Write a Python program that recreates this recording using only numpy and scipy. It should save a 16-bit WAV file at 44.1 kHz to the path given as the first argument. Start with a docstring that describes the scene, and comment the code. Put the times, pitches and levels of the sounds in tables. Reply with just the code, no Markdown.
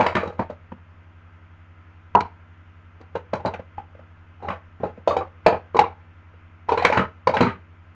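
"""Plastic cups are stacked into pyramids and swept down on a wooden table in a small shed, over a laptop's hum.
Blows crowd the first 0.7 s, three follow a pause at 2.2 s, runs come from 3 to 6 s, and a dense burst from 6.7 to 7.5 s.
Each contact excites the modes of the trapped air, cup and tabletop; the cup rebounds and rattles to rest, the shed echoes.
Disk and fan turn at nearby speeds and beat throughout; the laptop's noise gate opens with the clatter, and the
loudest blows clip."""
import sys
import numpy as np
from scipy import signal
from scipy.fft import rfft, irfft, next_fast_len
from scipy.io import wavfile
from scipy.ndimage import uniform_filter1d

SR = 44100
rng = np.random.default_rng(int(sys.argv[2]) if len(sys.argv) > 2 else 0)


def inscribe(sig):
    """Save sig as 16-bit PCM at rate SR to the path in sys.argv[1].

    A 1-D sig is mono; a 2-D sig holds one channel per row.
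    Samples are clipped to [-1, 1] before scaling.
    """
    pcm = np.round(np.clip(np.atleast_2d(sig).T, -1, 1) * 32767)
    wavfile.write(sys.argv[1], SR, pcm.astype(np.int16))


N = 350579

T = np.arange(SR // 5) / SR  # time since first touch [s]
BRIEF = T[:SR // 20]  # all the cup's own ringing is over by its end
CREST_DB = 5.5  # peak of a ringing part over its rms
CRUNCH_PEAK_S, CRUNCH_WIDTH_S = .0035, .0026  # the crunch swells just after first touch


def amp(db):
    """Level to amplitude ratio: 20 dB is a factor of ten."""
    return 10 ** (np.asarray(db) / 20)


def unit(x):
    """Normalisation by the root mean square: x at rms 1."""
    return x / np.sqrt(np.mean(x ** 2) + 1e-20)


def along(points, hz):
    """Interpolation of (frequency [Hz], value) points on a logarithmic frequency axis."""
    f, value = np.transpose(points)
    return np.interp(np.log(hz + 1), np.log(f + 1), value)


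def filtered(x, response):
    """Linear filtering: the spectrum of x times a response of frequency."""
    m = next_fast_len(N + SR // 2)
    spectrum = rfft(x, m) * response(np.fft.rfftfreq(m, 1 / SR))
    return irfft(spectrum, m)[..., :N]


def cups():
    """Superposition of contacts: each sums the hollow cup, its thin plastic and the tabletop."""
    # the contacts: (time [s], peak of the struck hollow part [dB], trapped air [Hz], base [Hz],
    # rms of base, table, wall and rim under that peak [dB], rattle [dB], rattle length [s])
    blows = [(0.0, -6, 581, 835, -11, -15.5, -17, -32, -22, 0.067),
             (0.008, -4.5, 568, 875, -4, -18.5, -16, -28.5, -17, 0.12),
             (0.063, -7, 630, 957, -8.5, -26.5, -8, -22, -23, 0.12),
             (0.151, -15.5, 652, 966, -8, -3.5, -3.5, -11, -22, 0.065),
             (0.165, -14, 605, 1172, -7.5, -9, -9, -23, -15.5, 0.11),
             (0.233, -14.5, 489, 1185, -16.5, -33, -28.5, -28.5, -22, 0.27),
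             (0.273, -25, 388, 753, -14, -7.5, -16, -19, -17, 0.051),
             (0.393, -11.5, 577, 907, -7, -9, -23, -35.5, -15.5, 0.09),
             (0.499, -21.5, 563, 900, -22, -15, -33, -30, -16.5, 0.071),
             (0.719, -24.5, 506, 950, -6.5, -7, -21, -50, -18, 0.035),
             (2.15, -2.5, 742, 950, -6.5, -20.5, -38.5, -49, -13.5, 0.09),
             (2.171, -8, 673, 914, -5, -23.5, -36.5, -64, -27.5, 0.065),
             (2.205, -16, 647, 910, -4, -15, -8.5, -11.5, -25, 0.03),
             (3.004, -35.5, 436, 1160, -23, -8.5, -31, -31, -12, 0.079),
             (3.011, -35.5, 468, 1140, -13, -8.5, -8, -10, -26.5, 0.056),
             (3.153, -12.5, 500, 890, -13, -21, -21, -31.5, -19.5, 0.086),
             (3.333, -9.5, 585, 1000, -17, -17.5, -19.5, -27, -21, 0.096),
             (3.401, -23.5, 502, 813, -9, -15, -32.5, -33, -18, 0.081),
             (3.45, -11, 613, 820, -12, -20.5, -36.5, -38, -16.5, 0.11),
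             (3.457, -12, 571, 917, -8, -13.5, -19.5, -19, -19, 0.064),
             (3.537, -22.5, 766, 820, -9, -17.5, -9.5, -26, -14, 0.071),
             (3.595, -25, 560, 776, -26, -13.5, -21, -40, -17.5, 0.068),
             (3.781, -22, 759, 830, -4, -32.5, -22, -52, -23.5, 0.11),
             (3.95, -34, 557, 1270, -30, -15.5, -20, -34, -20, 0.09),
             (3.993, -30.5, 564, 837, -30, -15.5, -37, -37, -18.5, 0.08),
             (4.402, -36.5, 759, 810, 6, -24, -22, -37.5, -14, 0.09),
             (4.424, -26, 506, 814, -7, -17, -38, -31, -11, 0.17),
             (4.484, -17.5, 588, 1093, -8, -15, -11, -28.5, -19.5, 0.13),
             (4.502, -17, 676, 1120, -4.5, -19, -12.5, -34, -19, 0.12),
             (4.801, -32, 478, 732, -5, 2, -26.5, -39.5, -9, 0.15),
             (4.834, -12.5, 533, 820, -17.5, -16.5, -29, -36, -17.5, 0.1),
             (4.976, -29, 517, 999, -36, -7, -26.5, -39, -19, 0.1),
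             (5.075, -4, 589, 848, -19, -27.5, -24, -22.5, -20, 0.11),
             (5.108, -11.5, 528, 1120, -7.5, -24.5, -22, -35.5, -20, 0.09),
             (5.166, -8, 518, 875, -9.5, -30, -19.5, -26.5, -18.5, 0.073),
             (5.209, -16, 532.5, 1157, -9.5, -27.5, -28.5, -56, -17.5, 0.09),
             (5.463, 2, 632, 879, -10.5, -23.5, -16.5, -25, -18, 0.08),
             (5.525, -11, 507.4, 840, -10.5, -20, -20, -46, -16, 0.072),
             (5.544, -20.5, 694, 862, -4, -26, -44, -46, -20, 0.097),
             (5.596, -38, 780, 838, -13, -23.5, -24.5, -40.5, -15.5, 0.075),
             (5.746, -11, 473, 1049, -9.5, -23, -27, -39.5, -13, 0.078),
             (5.766, -8.5, 568, 1002, -3, -33, -15, -19.5, -27, 0.055),
             (5.79, 3.5, 477, 843, -1, -29.5, -18, -26.5, -19, 0.058),
             (5.839, -12.5, 527, 1020, -4, -33.5, -23, -57, -20.5, 0.081),
             (6.339, -41.5, 471, 880, -30, -20.5, -9, -30, -18.5, 0.09),
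             (6.686, -20, 696, 780, -4, -31, -22, -26, -11.5, 0.09),
             (6.691, -9, 524, 940, -5, -43.5, -18, -25.5, -19.5, 0.12),
             (6.719, -6, 439, 888, -6, -31.5, -21.5, -28.5, -16, 0.06),
             (6.774, -12, 473, 1010, -8.5, -23, -10.5, -20.5, -14.5, 0.098),
             (6.823, -13, 782, 741, -2, -28.5, -12, -21.5, -15.5, 0.09),
             (6.848, -2, 505, 1024, -7, -26.5, -3.5, -18, -22, 0.084),
             (6.9, -9, 587, 847, -13.5, -39.5, -20.5, -26, -20.5, 0.09),
             (6.923, -11, 505, 887, -5, -22, -10.5, -24, -14.5, 0.13),
             (6.972, -7.5, 602, 1057, -7.5, -10, -8.5, -24, -18.5, 0.097),
             (6.994, -10, 490, 1263, -7, -8, -18, -41, -18, 0.11),
             (7.271, -2, 501, 1008, -7, -23, -18.5, -23, -22, 0.078),
             (7.294, -11.5, 583, 970, -19, -19.5, -15, -44.5, -24.5, 0.11),
             (7.338, -11, 500, 880, -2, -32.5, -20.5, -25.5, -12, 0.09),
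             (7.367, -13.5, 562, 904, -9.5, -13, -4, -24, -20, 0.12),
             (7.406, -3.5, 471, 980, -9, -8, -14, -20, -18.5, 0.11),
             (7.429, -14.5, 417, 1286, -6, -1.5, -11.5, -42, -19, 0.06),
             (7.467, -20, 407, 1220, -1, -1.5, -8, -33, -16, 0.14)]
    # tabletop modes: (frequency [Hz], relative level [dB], t60 [s])
    tabletop = [(122.4, -4.5, .08), (188.4, -3, .1), (232.5, -3, 0.08), (356.3, -6.5, 0.068)]
    out = np.zeros(N + SR)
    for s, db, air_hz, base_hz, base_db, table_db, wall_db, rim_db, rattle_db, length in blows:
        luck = rng.standard_normal((7, 14))  # one row for each set of modes, the last for the rebounds
        pushes, taps, fade_db = contact(length, rattle_db, luck[6])
        sound = hollow_cup(db, air_hz, base_hz, base_db, pushes, taps, luck)
        sound += thin_plastic(table_db, wall_db, rim_db, rattle_db, pushes, fade_db, luck)
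        table = ring(tabletop, T, luck[3], attack=.0021, stray=.038)
        sound[:len(T)] += amp(table_db + CREST_DB) * table
        out[round(s * SR):][:len(sound)] += amp(db) * sound
    return out[:N]


def contact(length, rattle_db, luck):
    """Repeated impact with energy loss: touch, far edge, weakening rebounds and a fading random rattle."""
    far_edge_s, far_edge_db = .006022, -12  # a cup lands tilted: its far edge follows
    rebound_s, rebound_loss_db = .019, 16.5  # then it rebounds at this pace, weaker each time
    fall_db, bend = 30, 1.93  # fall over one rattle length; slow at first, then steep
    taps_per_s = 1500  # the loose rattle under the rebounds
    fade_db = -fall_db * (T / length) ** bend
    pushes = np.zeros(len(T))
    pushes[0] = 1
    pushes[round(far_edge_s * SR)] = amp(far_edge_db)
    for n in range(1, 5):
        delay = n * rebound_s * (1 + .05 * luck[n])
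        pushes[round(delay * SR)] = amp(-n * rebound_loss_db)
    pushes *= amp(fade_db)
    touching = rng.random(len(T)) < taps_per_s / SR
    strength = 2 * rng.random(len(T)) - 1
    taps = touching * strength * amp(rattle_db + fade_db)
    return pushes, taps, fade_db


def hollow_cup(db, air_hz, base_hz, base_db, pushes, taps, luck):
    """Impulse response of the low modes, convolved with the clean pushes and the uneven taps."""
    # cup modes, struck by every contact: (frequency [Hz], relative level [dB], t60 [s])
    body_modes = [(490.6, -2.5, 0.029), (596.3, 0.5, 0.023), (822.6, -1.5, 0.041), (970.4, -5.5, 0.043),
                  (1301, -17, 0.065)]
    # modes of a cup that no hand damps: (frequency [Hz], relative level [dB], t60 [s])
    loose_modes = [(1110, -1, .025), (1289, 0, 0.02)]
    body_db, body_grows = -6, .28  # body under air and base; dB gained for each dB of blow
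    steady = np.zeros(1)
    base = min(amp(base_db + CREST_DB), .98)
    air = np.sqrt(1 - base ** 2)  # the air takes the energy that the base leaves
    hollow = air * ring([(air_hz, 0, .022)], BRIEF, steady, attack=.0016, stray=0)
    hollow += base * ring([(base_hz, 0, .022)], BRIEF, steady, attack=.0027, stray=0)

    body = ring(body_modes, BRIEF, luck[0], attack=.0032, stray=.048)
    struck = signal.fftconvolve(hollow + amp(body_db + body_grows * db) * body, pushes)
    struck /= np.abs(struck).max()

    rattling_body = ring(body_modes, BRIEF, luck[5], attack=.0013, stray=.058)
    loose = ring(loose_modes, BRIEF, luck[5, 5:9], attack=.0013, stray=.052)
    rattle = signal.fftconvolve(hollow + amp(-1) * rattling_body + amp(-12) * loose, taps)
    return struck + rattle


def thin_plastic(table_db, wall_db, rim_db, rattle_db, pushes, fade_db, luck):
    """Friction excitation: rough contact drives skirt, wall and rim by a crunch, then by sliding."""
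    # modes of the open end, the wall and the rim: (frequency [Hz], relative level [dB], t60 [s])
    skirt = [(1320, -1.8, 0.0056), (1528, 0.33, 0.01), (1810, -2.6, 0.0076)]
    wall = [(1980, -6, 0.0031), (2356, -1.5, 0.0087), (2510, -17.5, 0.021), (2870, -17, 0.02)]
    rim = [(3330, -3, 0.0052), (3937, 0.5, 0.012), (4370, 4, 0.0045), (4890, 0.5, 0.0027), (5400, -2, .003),
           (6150, -4, .003), (7970, -34.5, .003)]
    crunch_db = -7  # drive of skirt, wall and rim against their rms settings
    swell = np.exp(-((BRIEF - CRUNCH_PEAK_S) / CRUNCH_WIDTH_S) ** 2)
    crunch = signal.fftconvolve(swell, pushes)[:len(T)]
    slide_onset = 1 - np.exp(-T / CRUNCH_PEAK_S)
    # the open end flexes more as it meets the table
    skirt_db = wall_db + 1.5 + .28 * np.clip(table_db + 21.5, -20, 10)
    # (modes, level [dB], sliding over rattle [dB], haste of its fade, luck): it dies sooner higher up
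    parts = ((skirt, skirt_db, 10, .8, luck[4]),
             (wall, wall_db, 8, 1.05, luck[1]),
             (rim, rim_db, 11, 1.2, luck[2]))
    sound = 0
    for modes, level_db, slide_db, haste, part_luck in parts:
        bell = ring(modes, BRIEF, part_luck, attack=.00022, stray=.029)
        bell /= np.linalg.norm(bell)
        slide = amp(rattle_db + haste * fade_db + slide_db) * slide_onset
        rough = rng.standard_normal(len(T)) * (crunch + slide)
        sound = sound + amp(level_db + crunch_db) * signal.fftconvolve(bell, rough)
    return sound


def ring(modes, t, luck, attack, stray):
    """Modal superposition: decaying sines of uneven strength, pitches astray by a small share, peak 1."""
    hz, db, t60 = np.transpose(modes)[:, :, None]
    k = len(modes)
    tones = np.sin(2 * np.pi * hz * (1 + stray * luck[:k, None]) * t)
    decay = amp(db + 2 * luck[-k:, None] - 60 * t / t60)
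    sound = np.sum(decay * tones, axis=0) * (1 - np.exp(-t / attack))
    return sound / np.abs(sound).max()


def shed(x):
    """Reverberation: the walls answer with noise whose frequencies each decay at their own t60."""
    # decay of the shed: (frequency [Hz], t60 [s])
    decay_times = [(150, 0.37), (700, 0.33), (2000, 0.35), (5000, 0.3), (10000, 0.041)]
    out, step = np.zeros(N + SR), SR // 4
    for start in range(0, N, step):  # fresh random echo noise each quarter second
        hz, t, z = signal.stft(rng.standard_normal(SR // 3), SR, nperseg=256)
        decay_db = -60 * t / along(decay_times, hz)[:, None]
        treble_loss_db = .55 * hz[:, None] / 1000
        tail = signal.istft(z * amp(decay_db - treble_loss_db), SR, nperseg=256)[1]
        wet = signal.fftconvolve(x[start:start + step], tail / np.linalg.norm(tail))
        out[start + 300:][:len(wet)] += wet  # the echo starts 300 samples late
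    return out[:N]


def laptop():
    """Rotating unbalance and filtered noise: disk and fan tones beat under a steady hiss of cooling air."""
    # fan speed: (time [s], speed [turns/s])
    fan_speed = [(0, 78.77), (1.5, 78.79), (2.4, 78.83), (3.5, 78.79), (5.2, 78.845), (7, 78.885),
                 (8, 78.9)]
    # fan tones: {multiple of the speed: level [dB rms]}
    fan_tones = {1: -46.5, 2: -55.5, 3: -57.5, 4: -60.5, 5: -71, 8: -68.5, 12: -67.5, 13: -64.5, 16: -62.5,
                 17: -62.5, 18: -66, 20: -64.5, 26: -65.5}
    # response that shapes the steady hiss, with a steep drop above 7 kHz:
    # (frequency [Hz], relative level [dB])
    hiss_response = [(20, -11.5), (35, -1), (60, -20), (130, -15), (210, -11.5), (360, -17), (1000, -16),
                     (1400, -12.5), (1760, -16.5), (2700, -21.5), (3300, -28.5), (3930, -39.5),
                     (7000, -45.5), (7500, -58), (15000, -85)]
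    disk_hz, disk_db, hiss_db = 89.991, -41, -49  # levels in dB rms
    in_step_s = .0125  # disk and fan first swing together here
    t = np.arange(N) / SR
    turns = np.cumsum(np.interp(t, *np.transpose(fan_speed))) / SR
    turns -= np.interp(in_step_s, t, turns)
    hum = amp(disk_db) * np.cos(2 * np.pi * disk_hz * (t - in_step_s))
    for order, db in fan_tones.items():
        phase = (order > 1) * rng.uniform(0, 2 * np.pi)
        hum += amp(db) * np.cos(order * 2 * np.pi * turns + phase)

    # the noise wavers by about 1 dB in patches of time and frequency
    z = signal.stft(rng.standard_normal(N + SR), nperseg=512)[2]
    patches = uniform_filter1d(rng.standard_normal(z.shape), 6, 0)
    patches_db = unit(uniform_filter1d(patches, 10, 1))
    noise = signal.istft(z * amp(patches_db), nperseg=512)[1][:N]
    hiss = unit(filtered(noise, lambda hz: amp(along(hiss_response, hz))))
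    return np.sqrt(2) * hum + amp(hiss_db) * hiss  # root 2: a sine's peak over its rms


def microphone(x, low_hz, high_hz):
    """Band-pass response: the small capsule loses deep bass and, steeply, high treble."""
    x = signal.sosfilt(signal.butter(2, low_hz, "highpass", fs=SR, output="sos"), x)
    return signal.sosfilt(signal.butter(4, high_hz, fs=SR, output="sos"), x)


def gate(x, shut_db, open_db, window):
    """Downward expansion: everything is turned down while the sound above the hum stays weak."""
    depth_db = 8.5  # how far quiet moments are turned down
    heard = filtered(x, lambda hz: hz > 400)
    power = np.abs(uniform_filter1d(heard ** 2, round(window * SR)))
    level_db = 10 * np.log10(power + 1e-12)
    openness = np.clip((level_db - shut_db) / (open_db - shut_db), 0, 1)
    openness = uniform_filter1d(openness, round(.0087 * SR))
    return x * amp(-depth_db * (1 - openness))


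def scene():
    """Two paths of transmission: cups and echo reach the capsule by air, the hum through the case."""
    clacks = cups()
    airborne = clacks + amp(-18) * shed(clacks)
    return (microphone(airborne, low_hz=90, high_hz=8360) + laptop())[None]


def record(dry):
    """Nonlinear saturation after a noise gate, then a dull converter and the band limit."""
    top, top_hz = .71, 15800  # the input's ceiling and the highest frequency kept [Hz]
    gated = gate(dry, shut_db=-44, open_db=-30.5, window=.014)
    clipped = gated / (1 + np.abs(gated / top) ** 10) ** (1 / 10)
    return filtered(clipped, lambda hz: (hz < top_hz) / np.sqrt(1 + (hz / 11000) ** 4))


dry = scene()
out = record(dry)
inscribe(out)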